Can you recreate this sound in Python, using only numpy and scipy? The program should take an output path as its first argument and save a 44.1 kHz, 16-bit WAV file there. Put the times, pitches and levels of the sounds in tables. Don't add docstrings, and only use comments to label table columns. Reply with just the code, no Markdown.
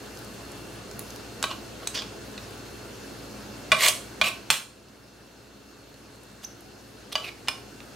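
import sys
import numpy as np
from scipy import signal
from scipy.io import wavfile

SR = 44100
rng = np.random.default_rng(int(sys.argv[2]) if len(sys.argv) > 2 else 0)


def wrap_up_sound(samples):
    columns = np.atleast_2d(samples).T
    tamed = np.clip(columns, -1, 1)
    steps = np.round(tamed * 32767).astype(np.int16)
    wavfile.write(sys.argv[1], SR, steps)


N = 350595

MOTOR_TONES_HZ = [57.2, 63.3, 99.6, 111.7, 114.4, 119.8]
MOTOR_TONES_DB = [-51, -62.5, -59, -68, -55.5, -61]
FAN_HARMONICS = [2, 3, 4, 5, 6, 7, 38, 39, 42, 61, 63]
FAN_TONES_DB = [-59, -56.5, -56.5, -59, -58.5, -67, -67, -64, -69.5, -64, -67]
# (frequency [Hz], relative density [dB])
HISS_SPECTRUM = [(18, -40), (30, -21), (53, -8), (112, -7), (161, -9), (204, -1.5), (437, -3),
                 (1040, -12.5), (1460, -11), (2230, -19), (2680, -16.5), (3400, -19), (4300, -17),
                 (14400, -30.5), (16000, -34)]
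# (frequency [Hz], correlation [0-1])
HISS_CORRELATION = [(60, 0.68), (150, 0.89), (380, 0.59), (950, 0.46), (2380, 0.51), (5980, 0.42),
                    (15000, 0.48)]
# (centre [Hz], width [Hz], level [dB])
AIR_WHISTLES = [(1475, 184, -61), (2673, 63, -68), (4233, 190, -64.5), (4840, 40, -67), (6460, 1100, -63.5)]
# (frequency [Hz], t60 [s])
ROOM_DECAY = [(300, 0.46), (2000, 0.32), (8000, 0.39), (14000, 0.34)]
# (time [s], level [dB])
SIZZLE_LEVELS = [(0, -60), (.6, -60), (.9, -68), (1.1, -55), (1.3, -67), (5.7, -68), (6.3, -67), (7.0, -74),
                 (7.95, -65)]
# (time [s], peak [dB], pitch [Hz])
BUBBLE_POPS = [(0.173, -31, 5600), (.19, -34, 10500), (0.2462, -34, 8500), (.3494, -40, 12000),
               (.5186, -33, 11000), (0.913, -28.5, 5500), (0.993, -17, 11600), (1.105, -28, 7000),
               (1.161, -29, 6400), (2.5094, -37, 11000), (4.8853, -32, 6000), (5.942, -31.5, 4500),
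               (6.1594, -37, 10500), (6.234, -35, 11500), (6.316, -35, 8700), (6.608, -31, 11000)]
# (frequency [Hz], gain [dB], base t60 [s])
METAL_MODES = [(636, -5, 0.63), (695, 1, 0.13), (907, -13, 0.17), (1168, 0, 0.57), (1180, -5, 0.084),
               (1302, 2, 0.19), (1463, -4.5, 0.39), (1710, -2.5, 0.45), (1996, 0, 0.26), (2440, -35, 0.25),
               (2776, 4.5, 0.25), (2960, 4.5, 0.18), (3400, 8.5, 0.045), (3600, -5.5, 0.093),
               (4010, 5, 0.078), (4150, 2, 0.15), (4530, 3, 0.1), (5280, -1, 0.051), (5570, 3, 0.056),
               (6450, -1, 0.15), (7270, -8, 0.3), (7500, -1, 0.055), (8050, -2, 0.15), (9330, -8, 0.17),
               (8970, -2, 0.031), (11900, -24, 0.033), (12500, -23, .08)]
# (frequency [Hz], gain [dB], t60 [s])
SKILLET_MODES = [(606, -24.5, 0.34), (1076, -14, 0.3), (1519, -11, 0.2), (2382, -3.5, 0.092),
                 (3370, -6, 0.048), (9060, -21, .3)]
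# (frequency [Hz], gain [dB], t60 [s])
GRATE_MODES = [(107, -6, 0.13), (151.5, 2, 0.33), (214.8, 7.5, 0.43), (340, -2, 0.5)]
# (pitch [ratio], gain [dB])
SQUEAK_PARTIALS = [(1.0, -3.5), (1.46, -3.5), (1.95, -14)]
# (start [s], rise [s], hold [s], fall [s], gain [dB], skillet bass [dB],
# grit [dB], squeak start [Hz], squeak end [Hz], squeak [dB], squeak overtones [dB])
SCRAPES = [(1.449, 0.058, .006, 0.069, -39.5, 2.5, -14, 2800, 2840, 16, -12),
           (1.796, 0.033, .006, 0.035, -49, 7, -10, 2200, 1810, 14, -8),
           (1.933, 0.015, 0.045, 0.041, -32, -12, -23, 2970, 3280, 7, 2),
           (3.722, 0.0024, 0.004, 0.077, -26.5, 3.5, -20, 2530, 2300, 15, -9),
           (3.735, 0.097, 0.046, .045, -17.5, -8.5, -4, 1910, 2280, 5.5, -8.5),
           (4.224, 0.018, 0.046, 0.034, -23, -8, -9, 2560, 2340, 11.5, -18),
           (4.503, 0.0023, 0.0036, 0.13, -14, -12, -3.5, 2820, 2620, -11, -3.5),
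           (6.41, 0.03, 0.0035, .004, -37.5, -4, -2, 3220, 3220, 1, -2),
           (7.117, 0.0088, 0.0026, 0.014, -25.5, -11, -8, 3400, 3360, 11, -8),
           (7.17, .004, 0.072, 0.055, -47, 5, -4, 2570, 2610, -5, -4),
           (7.213, 0.032, 0.046, 0.017, -32.5, -8, -14, 2800, 2200, 18, -13)]
# (time [s], strike peak [dB], blade ring [Hz], second ring [Hz], bass [dB],
# treble [dB], ring length [factor], chatter [dB], free ring gain relative to the peak [dB])
KNOCKS = [(1.4275, -7.5, 1580, 3780, -25, 13.5, 0.37, -26, -41),
          (1.44, -10.5, 3100, 3810, 3.5, -9, 0.25, -12.5, -21.5),
          (1.5120, -24, 1070, 2970, -1, -26, 0.75, -17, -15),
          (1.8716, -19, 3860, 6100, -23, -9, 0.15, 7, -38),
          (1.8740, -14, 4350, 2700, -28, 32, 0.088, -5, -38), (1.9440, -26, 5800, 2940, -18, 7, 1, -3, -27),
          (2.0200, -24.5, 4320, 2500, -2, -4, 0.2, 7, -30),
          (2.3774, -27.5, 3740, 2640, -23, -25, 0.18, 7, -32),
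          (3.7179, -2.5, 2360, 3410, 6, -12.5, 0.33, 2, -8),
          (3.8826, -6, 3460, 9270, 1, 13, 0.54, -12, -23),
          (4.2142, -1.5, 2330, 3250, -3, -41, 0.42, -18, -10.5),
          (4.286, -19, 2700, 3800, -12, 0, .4, 0, -30), (4.5027, 7.5, 3430, 8500, -27, 3, 0.29, -12, -16),
          (6.445, -36, 5840, 3200, -15, 2, .2, -10, -35), (7.1190, -26, 3020, 4500, -17, -6, .3, -21, -30),
          (7.126, -22, 3450, 4800, -5, 9, 0.16, -5, -33),
          (7.1545, -4.5, 3000, 4640, 0.5, -15, 0.33, -15.5, -22),
          (7.2700, -33, 2740, 2200, -20, -14, 0.56, -2, -32),
          (7.2850, -29, 2220, 3930, -20, -18, 0.46, -10, -30),
          (7.4750, -22, 2900, 3620, -16, -17.5, 0.34, -10, -30),
          (7.4837, -5.5, 2390, 5130, 1, -1, 0.22, -4, -17.5),
          (7.8042, -26, 2640, 3620, -18, -21, 0.19, -28, -23)]

FAN_BLADE_HZ, HISS_DB = 69.87, -42.5
ROOM_DB, LEFT_VS_RIGHT_DB = -7.5, -2
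WET_PEAK_S, WET_HZ, WET_DB = 6.4495, 6170, -23
WET_GLIDE_HZ_S, WET_RISE_DB_S, WET_FALL_DB_S = 182000, 2500, 4000
SCRAPE_EDGE_DB, THUD_DB = -29.5, -17
CEILING_DB, RECOVERY_DB_S, ATTACK_S = -1.5, 2, 0.00018
LOW_CUT_HZ, HIGH_CUT_HZ = 61.7, 15800


def from_db(db):
    return 10 ** (np.asarray(db) / 20)


def unit_rms(x):
    return x / np.sqrt(np.mean(x ** 2) + 1e-20)


def unit_peak(x):
    return x / np.max(np.abs(x))


def at_hz(points, hz):
    return np.interp(np.log(hz), np.log(np.array(points)[:, 0]), np.array(points)[:, 1])


def band(x, low_hz, high_hz):
    sos = signal.butter(2, [low_hz, min(high_hz, .45 * SR)], "band", fs=SR, output="sos")
    return signal.sosfilt(sos, x)


def high_pass(x, hz):
    return signal.sosfilt(signal.butter(4, hz, "high", fs=SR, output="sos"), x)


def add(out, at_s, sound):
    i = round(at_s * SR)
    out[i:i + len(sound)] += sound[:N - i]


def drift(rate_hz, size=N):
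    r = np.exp(-80 * np.pi * rate_hz / SR)
    slow = signal.lfilter([1], [1, -2 * r, r * r], rng.standard_normal(size // 40 + 2002))[2000:]
    return np.interp(np.arange(size) / 40, np.arange(len(slow)), slow / np.std(slow))


def ring(x, hz, t60):
    r, w = from_db(-60 / (t60 * SR)), 2 * np.pi * hz / SR
    return signal.lfilter([0, np.sin(w)], [1, -2 * r * np.cos(w), r * r], x + 1e-18)


def gliding_ring(x, hz, width_hz):
    turn, r = np.exp(2j * np.pi * np.cumsum(hz) / SR), np.exp(-np.pi * width_hz / SR)
    return unit_rms((signal.lfilter([1], [1, -2 * r, r * r], x / turn) * turn).real)


def motor_and_fan_hum():
    t = np.arange(N) / SR
    motor = sum(from_db(db) * np.sin(2 * np.pi * (hz * t + rng.random()))
                for hz, db in zip(MOTOR_TONES_HZ, MOTOR_TONES_DB))
    fan = sum(from_db(db + 2 * drift(4.7)) * np.sin(2 * np.pi * (k * FAN_BLADE_HZ * t + rng.random()))
              for k, db in zip(FAN_HARMONICS, FAN_TONES_DB))
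    return np.sqrt(2) * (motor * from_db([[1.2], [-1.2]]) + fan)


def air_and_burner_hiss():
    out, edges = 0, 35 * 2 ** (np.arange(28) / 3)
    white = rng.standard_normal((2, 2, N))
    for k, (low, high) in enumerate(zip(edges, edges[1:])):
        mid, side = band(white[k % 2], low, high)
        hz = np.sqrt(low * high)
        alike = at_hz(HISS_CORRELATION, hz)
        gain = from_db(at_hz(HISS_SPECTRUM, hz) + 1.24 * drift(10.2))
        out = out + gain * (np.sqrt(1 + alike) * mid + np.sqrt(1 - alike) * side * [[1], [-1]])
    out = from_db(HISS_DB) * unit_rms(out)
    for hz, width_hz, db in AIR_WHISTLES:
        out += from_db(db) * unit_rms(band(white[0, 0, ::-1], hz - width_hz / 2, hz + width_hz / 2))
    return out


def kitchen_echo(x):
    t, edges = np.arange(SR // 2) / SR, np.geomspace(200, 19000, 9)
    white = rng.standard_normal((2, len(t))) + 1.3 * rng.standard_normal(len(t))
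    tail = sum((-1) ** k * band(white, low, high) * from_db(-60 * t / at_hz(ROOM_DECAY, np.sqrt(low * high)))
               for k, (low, high) in enumerate(zip(edges, edges[1:])))
    tail *= np.minimum(1, t / 0.0021)
    return signal.fftconvolve(x[None], tail / np.sqrt(np.sum(tail ** 2) / 2), axes=1)[:, :N]


def near_reflections(x):
    t = np.arange(SR // 50) / SR
    scatter = high_pass(rng.standard_normal(len(t)) * (t > .001) * np.exp(-t / 0.0021), 3700)
    side = from_db(-9.5) * signal.fftconvolve(x, scatter / np.sqrt(np.sum(scatter ** 2)))[:N]
    return side * [[1], [-1]]


def sizzle():
    times, db = np.transpose(SIZZLE_LEVELS)
    sizes = from_db(4.0 * np.minimum(rng.exponential(1, (3, N)), 4)) * rng.choice([-1, 1], (3, N))
    clicks = sizes * (rng.random((3, N)) < 1500 / SR)
    crackle = unit_rms(band(clicks[0] + 0.75 * clicks[1:], 4200, 13500))
    return from_db(np.interp(np.arange(N) / SR, times, db)) * crackle


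def bubble_pops():
    out, t = np.zeros(N), np.arange(SR // 20) / SR
    for at_s, peak_db, hz in BUBBLE_POPS:
        burst = rng.standard_normal(len(t)) * np.exp(-t / 0.00076)
        pop = band(burst, .5 * hz, 1.8 * hz) + 1.1 * ring(burst, hz, t60=6.3 / hz)
        add(out, at_s, from_db(peak_db) * unit_peak(pop))
    return out


def wet_squeak():
    out, t = np.zeros(N), np.arange(-SR // 100, SR // 100) / SR
    phase = 2 * np.pi * np.cumsum(WET_HZ + WET_GLIDE_HZ_S * np.minimum(t, 0)) / SR
    level = from_db(WET_DB + np.minimum(WET_RISE_DB_S * t, -WET_FALL_DB_S * t))
    add(out, WET_PEAK_S + t[0], np.sqrt(2) * level * (np.sin(phase) + 0.16 * np.sin(2 * phase)))
    return out


def spatula_scrapes():
    out = np.zeros(N)
    for at_s, rise, hold, fall, gain_db, bass_db, grit_db, hz0, hz1, squeak_db, overtone_db in SCRAPES:
        t = np.arange(0, rise + hold + fall, 1 / SR)
        n = len(t)
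        kicks = rng.standard_normal(n) * (rng.random(n) < 6000 / SR) * from_db(1.56 * drift(150, n))
        modes = []
        for hz, db, t60 in METAL_MODES:
            drive = kicks * from_db(.5 * db + 2.3 * drift(23, n))
            modes.append((hz, ring(drive, hz, min(0.24 * t60, .03))))
        bass, mid, treble = [unit_rms(sum(mode for hz, mode in modes if low < hz <= high))
                             for low, high in ((0, 1400), (1400, 6000), (6000, SR))]
        squeak_hz = np.linspace(hz0, hz1, n)
        squeak = sum(from_db(db + overtone_db * (k > 1)) * gliding_ring(kicks, k * squeak_hz, 660)
                     for k, db in SQUEAK_PARTIALS)
        rasp = unit_rms(band(band(kicks, 670, 6200), 630, 6500))
        body = unit_rms(mid + from_db(7.5) * rasp + from_db(squeak_db) * squeak)
        grit = unit_rms(unit_rms(band(kicks, 5400, 11600)) + from_db(2.0) * treble)
        scrape = high_pass(body + from_db(bass_db) * bass + from_db(grit_db) * grit, 535)
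        press_db = SCRAPE_EDGE_DB * np.maximum(0, np.maximum(1 - t / rise, (t - rise - hold) / fall))
        fade = np.minimum(1, np.minimum(t, t[-1] - t) / 0.0013)
        add(out, at_s, fade * from_db(gain_db + press_db) * scrape)
    return out


def grate_thud(t):
    push = np.sin(np.pi * np.minimum(t / 0.0053, 1))
    return unit_peak(sum(from_db(db) * ring(push, hz, t60) for hz, db, t60 in GRATE_MODES))


def skillet_ring(t, tilt):
    click = signal.unit_impulse(len(t))
    return sum(from_db(db + 0.23 * at_hz(tilt, hz))
               * (ring(click, hz, t60) + 0.39 * ring(click, 1.012 * hz, 1.14 * t60))
               for hz, db, t60 in SKILLET_MODES)


def spatula_knocks():
    out, t = np.zeros(N), np.arange(SR // 2) / SR
    loads = rng.standard_normal((len(KNOCKS), len(METAL_MODES), 2))
    thud = from_db(THUD_DB) * grate_thud(t)
    for knock, load in zip(KNOCKS, loads):
        at_s, peak_db, blade_hz, second_hz, bass_db, treble_db, length, chatter_db, free_db = knock
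        chatter = rng.standard_normal(len(t)) * np.exp(-t / (0.017 * length))
        blow = np.exp(-t / .00005) * (t < .001) + from_db(chatter_db) * chatter
        tilt = [(1200, bass_db), (1800, 0), (4200, 0), (7000, treble_db)]
        metal = sum(from_db(db + at_hz(tilt, hz) + 2 * boost)
                    * ring(blow, hz * (1 + 0.035 * bend), min(0.54 * t60 * length, 100 / hz))
                    for (hz, db, t60), (boost, bend) in zip(METAL_MODES, load))
        blade = from_db(16) * ring(blow, blade_hz, t60=0.038 * length)
        blade += from_db(7) * ring(blow, second_hz, t60=0.09 * length)
        crack = band(band(blow, 1130, 6700), 880, 8600) + from_db(treble_db) * band(blow, 2530, 10000)
        strike = unit_peak(high_pass(metal + blade + from_db(27) * crack, 638))
        free_ring = skillet_ring(t, tilt) + thud
        add(out, at_s, from_db(peak_db) * (strike + from_db(free_db) * free_ring))
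    return out


def scene():
    skillet = spatula_knocks() + spatula_scrapes() + bubble_pops() + wet_squeak()
    in_room = skillet + near_reflections(skillet) + from_db(ROOM_DB) * kitchen_echo(skillet)
    pan = from_db([[LEFT_VS_RIGHT_DB / 2], [-LEFT_VS_RIGHT_DB / 2]])
    return in_room * pan + sizzle() + air_and_burner_hiss() + motor_and_fan_hum()


def record(dry):
    climb_db = RECOVERY_DB_S * np.arange(N) / SR
    over_db = np.maximum(20 * np.log10(np.abs(dry.mean(0)) + 1e-9) - CEILING_DB, 0)
    cut_db = np.maximum.accumulate(over_db + climb_db) - climb_db
    r = np.exp(-1 / (ATTACK_S * SR))
    ducked = dry * from_db(-signal.lfilter([1 - r], [1, -r], cut_db))
    clipped = 0.91 * np.tanh(ducked / 0.87)
    high_cut = signal.ellip(12, .5, 70, HIGH_CUT_HZ, fs=SR, output="sos")
    return signal.sosfilt(high_cut, high_pass(clipped, LOW_CUT_HZ))


dry = scene()
out = record(dry)
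wrap_up_sound(out)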